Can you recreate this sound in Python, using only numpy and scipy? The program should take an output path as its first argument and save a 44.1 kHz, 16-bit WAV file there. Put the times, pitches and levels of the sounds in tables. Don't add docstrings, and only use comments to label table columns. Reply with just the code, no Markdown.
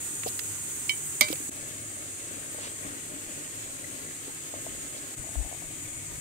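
import sys
import numpy as np
from scipy import signal
from scipy.fft import rfft, irfft, next_fast_len
from scipy.io import wavfile

SR = 44100
rng = np.random.default_rng(int(sys.argv[2]) if len(sys.argv) > 2 else 0)


def level_to_linear(level):
    exponent = np.asarray(level, float) / 20
    return 10 ** exponent


def master_out(mix):
    frames = np.transpose(np.atleast_2d(mix))
    ceiling = np.clip(frames, -1, 1)
    pcm = np.round(ceiling * 32767).astype(np.int16)
    wavfile.write(sys.argv[1], SR, pcm)


N = 273508
T = np.arange(N) / SR


def rms_one(x):
    return x / np.sqrt(np.mean(x ** 2) + 1e-20)


def in_time(rows):
    s, *columns = np.transpose(rows)
    return [np.interp(T, s, column) for column in columns]


def at_hz(points, hz):
    table_hz, values = np.array(points)[:, :2].T
    return np.interp(np.log(hz), np.log(table_hz), values)


def band(x, low_hz, high_hz):
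    return signal.sosfilt(signal.butter(2, [low_hz, high_hz], "band", fs=SR, output="sos"), x)


def drift(rate_hz):
    r = np.exp(-80 * np.pi * rate_hz / SR)
    slow = signal.lfilter([1], [1, -2 * r, r * r], rng.standard_normal(N // 40 + 2002))[2000:]
    return np.interp(np.arange(N) / 40, np.arange(len(slow)), rms_one(slow))


def ring(clicks, hz, t60_s):
    r, w = level_to_linear(-60 / (t60_s * SR)), 2 * np.pi * hz / SR
    return signal.lfilter([0, np.sin(w)], [1, -2 * r * np.cos(w), r * r], clicks + 1e-18)


def struck(blow, hz, t60_s):
    return band(ring(blow, hz, t60_s), .88 * hz, 1.13 * hz)


def place(x, pan_db, lag):
    left = level_to_linear(pan_db / 2) * np.roll(x, max(lag, 0))
    right = level_to_linear(-pan_db / 2) * np.roll(x, max(-lag, 0))
    return np.array([left, right])


def add(out, s, sound):
    i = round(s * SR)
    out[:, i:i + sound.shape[1]] += sound[:, :N - i]


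TAKES_S = [0, 1.497, 5.155, 6.3]


def take_at(s):
    return np.searchsorted(TAKES_S, s, side="right") - 1


# level_db, left_right_db, fall_db_per_s
CHORUS = [
    (-37.5, -0.1, 0),
    (-41.5, .6, 0.15),
    (-42, 3, 0.2),
]
# membrane_hz, level_db, t60_s
SINGERS = [(6000, -11.5, 0.0041), (6490, -4, 0.011), (6720, -4, 0.019), (6896, 0, 0.013),
           (7163, -2.5, 0.028), (7790, 1, 0.0038), (7750, -6.5, 0.014), (8125, -3, 0.036),
           (8200, 0, 0.0039), (7970, -6.5, 0.0024), (8634, -1.5, 0.008), (9130, -6, 0.008),
           (9550, -8.5, 0.0063), (10040, -14, .006)]


def cicadas(spread_db, swell_db, jitter):
    out = np.zeros((2, N))
    for side in range(2):
        for hz, db, t60_s in SINGERS:
            rate_hz, detune = rng.uniform(150, 400), rng.normal(0, 0.009)
            gaps = SR / rate_hz * (1 + jitter * rng.standard_normal(3000)).clip(.2)
            at = np.cumsum(gaps).astype(int)
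            sizes = level_to_linear(spread_db * rng.standard_normal(3000))
            clicks = np.zeros(N)
            clicks[at[at < N]] = sizes[at < N]
            membrane = rms_one(ring(clicks, hz * (1 + detune), t60_s))
            song = level_to_linear(db + swell_db * drift(8.2)) * membrane
            out[side] += song
            out[1 - side] += 0.59 * np.roll(song, rng.integers(5, 25))
    take = take_at(T)
    start_db, pan_db, fall_db = np.transpose(CHORUS)[:, take]
    level_db = start_db - fall_db * (T - np.take(TAKES_S, take)) + 0.14 * drift(4.5)
    pan_db = pan_db - 0.75 * drift(1.6)
    return rms_one(band(out, 6430, 11900)) * level_to_linear(level_db + 2.5 + pan_db * np.array([[.5], [-.5]]))


# start_s, level_db
FLOW = [(1.5, 2), (1.8, 0), (2.45, 2), (2.8, 2), (3.7, 0), (4.1, 0.5), (4.3, -16), (4.6, 4), (5.1, 1.5),
        (5.5, -6.5), (6.2, -5)]
# resonance_hz, width_hz
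POT_AIR = [
    (285, 68),
    (590, 98),
]


def water():
    flow_db, = in_time(FLOW)
    gurgle_db = -54.5 + 1.0 * flow_db
    overtone_db = -57 + .8 * flow_db
    trickle_db = -56.5 + 0.65 * flow_db
    sizes = level_to_linear(2.5 * np.minimum(rng.exponential(1, (3, N)), 5)) * rng.choice([-1, 1], (3, N))
    births_per_s = np.array([[350], [350], [900]]) * level_to_linear(4.5 * drift(7))
    low, high, small = sizes * (rng.random((3, N)) < births_per_s / SR)
    (pot_hz, pot_width_hz), (overtone_hz, overtone_width_hz) = POT_AIR
    out = level_to_linear(gurgle_db) * rms_one(ring(low, pot_hz, 2.26 / pot_width_hz))
    out += level_to_linear(overtone_db) * rms_one(ring(high, overtone_hz, 2.7 / overtone_width_hz))
    dealt = rng.integers(0, 10, N)
    fizz = sum(ring(small * (dealt == k), hz, 13.0 / hz) for k, hz in enumerate(np.geomspace(1150, 3300, 10)))
    shade_db = -3 * (T > TAKES_S[2])
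    out += level_to_linear(trickle_db + shade_db) * rms_one(fizz)
    return place(out * (T > TAKES_S[1]), pan_db=5.5, lag=FAR_LAG[1])


# start_s, peak_db, pitch_hz
DRIPS = [
    (3.842, -33, 1950),
    (4.064, -45, 2030),
    (4.079, -46, 2030),
    (4.110, -40, 1850),
]


def drips():
    out, t = np.zeros((2, N)), T[:3000]
    t60_s, rise_hz_per_s = 0.035, 6800
    for s, db, hz in DRIPS:
        tone = np.sin(2 * np.pi * (hz + rise_hz_per_s * t / 2) * t)
        bubble = tone * level_to_linear(db - 60 * t / t60_s) * np.minimum(t / .002, 1)
        add(out, s, place(bubble, pan_db=9, lag=FAR_LAG[1]))
    return out


NEAR_LAG = [20, -14, -14]
CLINKS_S = [
    .8936,
    1.2094,
]
# crack_db, tail_db, tail_t60_s, left_right_db
CLINKS = [
    (-26, -31, .08, -8),
    (-7, -19, 0.12, -13),
]
# mode_hz, left_db, right_db, t60_s
LIGHT_CLINK = [(1050, -35, -33, .08), (2040, -33, -35, .1), (2215, -37, -32, .17), (2275, -21, -16.5, .075),
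               (2320, -34, -30, .17), (3050, -26, -15, .11), (3830, -40, -36, .15), (4288, -35, -26, .045),
               (5050, -36, -25, .05), (5146, -42, -35, .05), (6263, -41, -33, .04), (10800, -44, -36, .015),
               (13100, -45, -37, .015), (15300, -47, -39, .015)]
HARD_CLINK = [(300, -33, -34, .04), (610, -27, -28, .19), (820, -25, -25, .05), (1063, -27, -26, .18),
              (1214, -31, -20, .045), (1545, -41, -43, .4), (2072, -20, -20, .13), (2221, -39, -33, .35),
              (2150, -28, -28, .05), (2235, -10, -6, .046), (2317, -29, -22.5, .27), (3062, -31, -37, .27),
              (3150, -24, -16, .04), (3804, -39, -26, .19), (4027, -34, -26, .1), (4280, -42, -33, .14),
              (4620, -21, -16, .035), (4705, -33, -22, .15), (4993, -38, -30, .13), (5572, -30, -20, .03),
              (5990, -38, -33, .12), (6535, -32, -26, .03), (8002, -28, -19, .025), (11453, -28, -17, .04),
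              (12632, -29, -18, .045), (13937, -32, -21, .04), (15200, -35, -25, .045)]


def clinks():
    out, t = np.zeros((2, N)), T[:16000]
    for s, row, modes in zip(CLINKS_S, CLINKS, [LIGHT_CLINK, HARD_CLINK]):
        crack_db, tail_db, tail_t60_s, pan_db = row
        contacts = rng.standard_normal(16000) * (rng.random(16000) < 900 / SR)
        chatter = contacts * level_to_linear(-31 - 60 * t / .12)
        blow = (t == 0) + chatter
        body = np.zeros((2, 16000))
        for hz, left_db, right_db, t60_s in modes:
            mode = place(struck(blow, hz, t60_s), left_db - right_db, NEAR_LAG[0])
            body += mode * level_to_linear((left_db + right_db) / 2)
        crack = band(rng.standard_normal(16000), 2500, 14300) * level_to_linear(crack_db - 60 * t / .017)
        tail = band(rng.standard_normal((2, 16000)), 2700, 7000)
        tail = tail * level_to_linear(tail_db - 60 * t / tail_t60_s) * np.minimum(t / 0.0019, 1)
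        tail = tail * level_to_linear([[pan_db / 2], [-pan_db / 2]])
        add(out, s, body + place(crack, pan_db, NEAR_LAG[0]) + tail)
    return out


# start_s, peak_db, pitch_hz
KNOCKS = [(.2613, -26.5, 456), (0.2656, -26, 760), (.272, -28.5, 684), (1.2125, -30.5, 240),
          (1.3019, -25, 309), (1.328, -28, 530), (1.402, -36.5, 294), (1.491, -33, 280), (2.546, -39, 600),
          (2.586, -37, 586), (2.67, -40, 550), (2.718, -43, 596), (4.279, -37, 300), (4.539, -31, 644),
          (4.665, -31, 650), (4.947, -42, 630), (5.241, -39, 790), (5.27, -41, 680), (5.29, -39, 680),
          (5.355, -35, 696), (5.405, -43, 640), (5.447, -41, 730), (5.463, -46, 746), (5.514, -39, 770),
          (5.526, -33.5, 720), (5.545, -41, 715), (5.621, -39, 725), (5.643, -43, 640), (5.71, -44, 705)]
HANDS_PAN_DB = [-2, 5.5, 3.5]


def knocks():
    out = np.zeros((2, N))
    push = np.zeros(6000)
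    push[:30] = np.hanning(30) / 15
    for s, db, hz in KNOCKS:
        t60_s = 21 / hz
        body = ring(push, hz, t60_s) + 0.67 * ring(push, 1.314 * hz, 0.37 * t60_s)
        knock = level_to_linear(db + 3.0) * band(body, 254, 2200)
        add(out, s, place(knock, HANDS_PAN_DB[take_at(s)], NEAR_LAG[take_at(s)]))
    return out


# start_s, level_db, centre_hz, sizzle_db
TICKS = [
    (.2335, -30, 1910, -25),
    (0.2856, -39, 3700, -3),
    (0.3904, -29.5, 2600, -3),
    (0.3924, -30, 3620, -20),
    (1.2844, -31, 2800, -6),
    (1.327, -27, 3600, -4),
    (1.355, -36, 3000, -6),
    (3.465, -44, 3000, -30),
]
TREBLE_PAN_DB = [-16.5, -2, 7]


def ticks():
    out, t = np.zeros((2, N)), T[:3000]
    spread, t60_s = 1.87, 0.021
    for s, db, hz, sizzle_db in TICKS:
        puff = rng.standard_normal(3000) * level_to_linear(-60 * t / t60_s) * np.minimum(t / 0.0012, 1)
        tick = band(puff, hz / spread, hz * spread) + level_to_linear(sizzle_db) * band(puff, 6900, 15000)
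        add(out, s, place(level_to_linear(db + 6.5) * tick, TREBLE_PAN_DB[take_at(s)], NEAR_LAG[take_at(s)]))
    return out


# start_s, length_s, low_hz, high_hz, level_db
RUSTLES = [(0.256, .048, 2500, 5500, -45), (0.26, 0.048, 10200, 14000, -44.5),
           (1.043, .05, 10500, 15500, -49), (1.273, 0.069, 2480, 6000, -47.5),
           (1.288, 0.055, 9500, 15500, -47.5), (1.667, .05, 9000, 14000, -50),
           (2.5, 0.065, 10000, 15000, -52), (2.57, 0.15, 600, 5000, -44.5), (4.259, 0.069, 200, 885, -51),
           (4.583, .1, 10000, 15000, -55), (4.959, 0.04, 3500, 6000, -49), (5.217, .42, 620, 860, -57.5)]


def rustles():
    out = np.zeros((2, N))
    for s, length_s, low_hz, high_hz, db in RUSTLES:
        size = round(length_s * SR)
        grain_db = 2.8 * np.repeat(rng.standard_normal(200), 100)
        grains = (rng.standard_normal((3, 20000)) * level_to_linear(grain_db))[:, :size]
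        swell = np.sin(np.linspace(0, np.pi, size)) ** 1.25
        near, *own = rms_one(band(grains, low_hz, min(high_hz, 16000))) * swell
        shared = place(near, TREBLE_PAN_DB[take_at(s)], NEAR_LAG[take_at(s)])
        add(out, s, level_to_linear(db) * (shared + 0.85 * np.array(own)))
    return out


CALM_DB = [-81, -70.5, -60]
# start_s (of the peak), rise_db
GUSTS = [
    (.23, 18),
    (4.1, 7),
    (4.75, 11),
    (5.64, 2),
    (6.09, 7),
]
# start_s, length_s, pitch_hz (at the start), level_db, left_right_db
PUFFS = [
    (5.188, 0.024, 60, -28.5, 21.5),
    (5.361, 0.067, 67.3, -14.5, 24),
    (5.44, 0.037, 55, -24, 16),
    (5.646, 0.035, 55, -31, -14),
    (5.947, .05, 55, -38, -18),
]


def wind():
    lumps = band(rng.standard_normal((2, N)), 25, 97) * level_to_linear(3.8 * np.array([drift(3.8), drift(5.5)]))
    gust_db = sum(db * np.exp(-((T - s) / 0.19) ** 2) for s, db in GUSTS)
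    force_db = np.take(CALM_DB, take_at(T)) + gust_db
    out = rms_one(lumps) * level_to_linear(force_db + np.array([[1.5], [-4.5]]))
    for s, length_s, hz, db, pan_db in PUFFS:
        x = np.linspace(0, 1, round(length_s * SR))
        phase = 2 * np.pi * np.cumsum(hz * (1 - 0.3 * x)) / SR
        eddy = np.sqrt(np.sin(np.pi * x).clip(0)) * np.sin(phase)
        add(out, s, place(level_to_linear(db - 17.0) * eddy, pan_db, lag=0))
    return out


# pitch_hz, waver_hz, level_db
HUM = [
    (100, 4.04, -57),
    (153, 4.24, -60.5),
    (790, 3.4, -73),
]


def hum():
    out = np.zeros(N)
    for hz, waver_hz, db in HUM:
        level = level_to_linear(db + 4.1 * drift(4.1))
        out += level * np.sin(2 * np.pi * np.cumsum(hz + waver_hz * drift(3.87)) / SR)
    return out


# band_hz, density_db (per Hz)
AIR = [
    [(30, -24), (60, -7.5), (140, -2.5), (190, -11), (300, -2.5), (390, -6), (570, -15.5), (1200, -13),
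     (2000, -10.5), (5300, -19.5), (10500, -14.5), (12500, -13.5), (14000, -15), (15800, -16)],
    [(30, -19.5), (96, -6), (154, -4), (190, -17), (300, -1.5), (480, -10), (830, -16), (1350, -14),
     (2000, -10.5), (4300, -16), (10600, -23.5), (12500, -15), (14000, -21), (15800, -19.5)],
    [(30, -17), (98, 0), (158, -2.5), (190, -15.5), (300, -3), (480, -15.5), (830, -17), (1350, -17),
     (2000, -11.5), (4300, -19.5), (10600, -26.5), (12500, -17), (14000, -21.5), (15800, -24)],
]
AIR_DB = [-41, -44, -44]
# band_hz, left_right_db
AIR_BALANCE = [
    [(60, 1.5), (400, 1.5), (2000, .7), (4500, -3.5), (15000, -5)],
    [(60, 3), (400, 2.5), (1300, 6.5), (4400, 1.2), (15000, -2)],
    [(60, 1.5), (400, 3), (1300, 7), (4400, 2.5), (15000, 0)],
]
FAR_LAG = [7, -16, -15]
# band_hz, likeness (0 to 1)
LIKENESS = [(60, 0.98), (300, 0.85), (1000, 0.55), (2000, 0.063), (4000, 0.09), (15000, .03)]


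def air():
    out, size = np.zeros((2, N)), next_fast_len(N)
    hz = np.maximum(np.arange(size // 2 + 1) * SR / size, 1)
    alike = np.clip(at_hz(LIKENESS, hz), 0, 1)
    common, left, right = rfft(rng.standard_normal((3, size)))
    for k, lag in enumerate(FAR_LAG):
        late = np.exp(-2j * np.pi * hz * lag / SR)
        directed = np.sqrt(alike) * common * [late, np.ones_like(late)]
        pair = directed + np.sqrt(1 - alike) * np.array([left, right])
        colour_db = at_hz(AIR[k], hz) + at_hz(AIR_BALANCE[k], hz) * [[.5], [-.5]]
        take = level_to_linear(AIR_DB[k]) * rms_one(irfft(pair * level_to_linear(colour_db), size)[:, :N])
        out += take * ((T >= TAKES_S[k]) & (T < TAKES_S[k + 1]))
    return out * level_to_linear(0.73 * drift(11.4))


def surroundings(x):
    out = np.zeros((2, N))
    for port in range(2):
        lags_s = np.exp(rng.uniform(np.log(.002), np.log(.04), 6))
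        gains = [level_to_linear(-10) * drift(0.78) for echo in range(6)]
        echoes = sum(gain * np.roll(x[port], round(lag_s * SR)) for lag_s, gain in zip(lags_s, gains))
        out[port] = (x[port] + echoes) / np.sqrt(1 + np.sum(np.square(gains), axis=0))
    return out


def scene():
    steady = air() + cicadas(spread_db=2.0, swell_db=1.24, jitter=.2)
    bass = signal.sosfiltfilt(signal.butter(2, 800, fs=SR, output="sos"), steady)
    far = bass + surroundings(steady - bass) + hum() + wind()
    return far + water() + drips() + knocks() + ticks() + rustles() + clinks()


# start_s, fade_out_s, fade_in_s, depth_db
JOINS = [
    (1.499, 0.0019, 0.013, -12),
    (5.154, 0.0043, 0.021, -6.5),
]


def top_cut(x):
    return signal.sosfilt(signal.butter(12, 16410, fs=SR, output="sos"), x)


def record(dry):
    for s, out_s, in_s, depth_db in JOINS:
        corners_s = [s - out_s, s, s + 0.0045, s + 0.004 + in_s]
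        dry = dry * level_to_linear(np.interp(T, corners_s, [0, depth_db, depth_db, 0]))
    cut = signal.sosfilt(signal.ellip(12, .5, 60, 15710, fs=SR, output="sos"), dry)
    return top_cut(np.clip(cut, -1, 1))


dry = scene()
out = record(dry)
master_out(out)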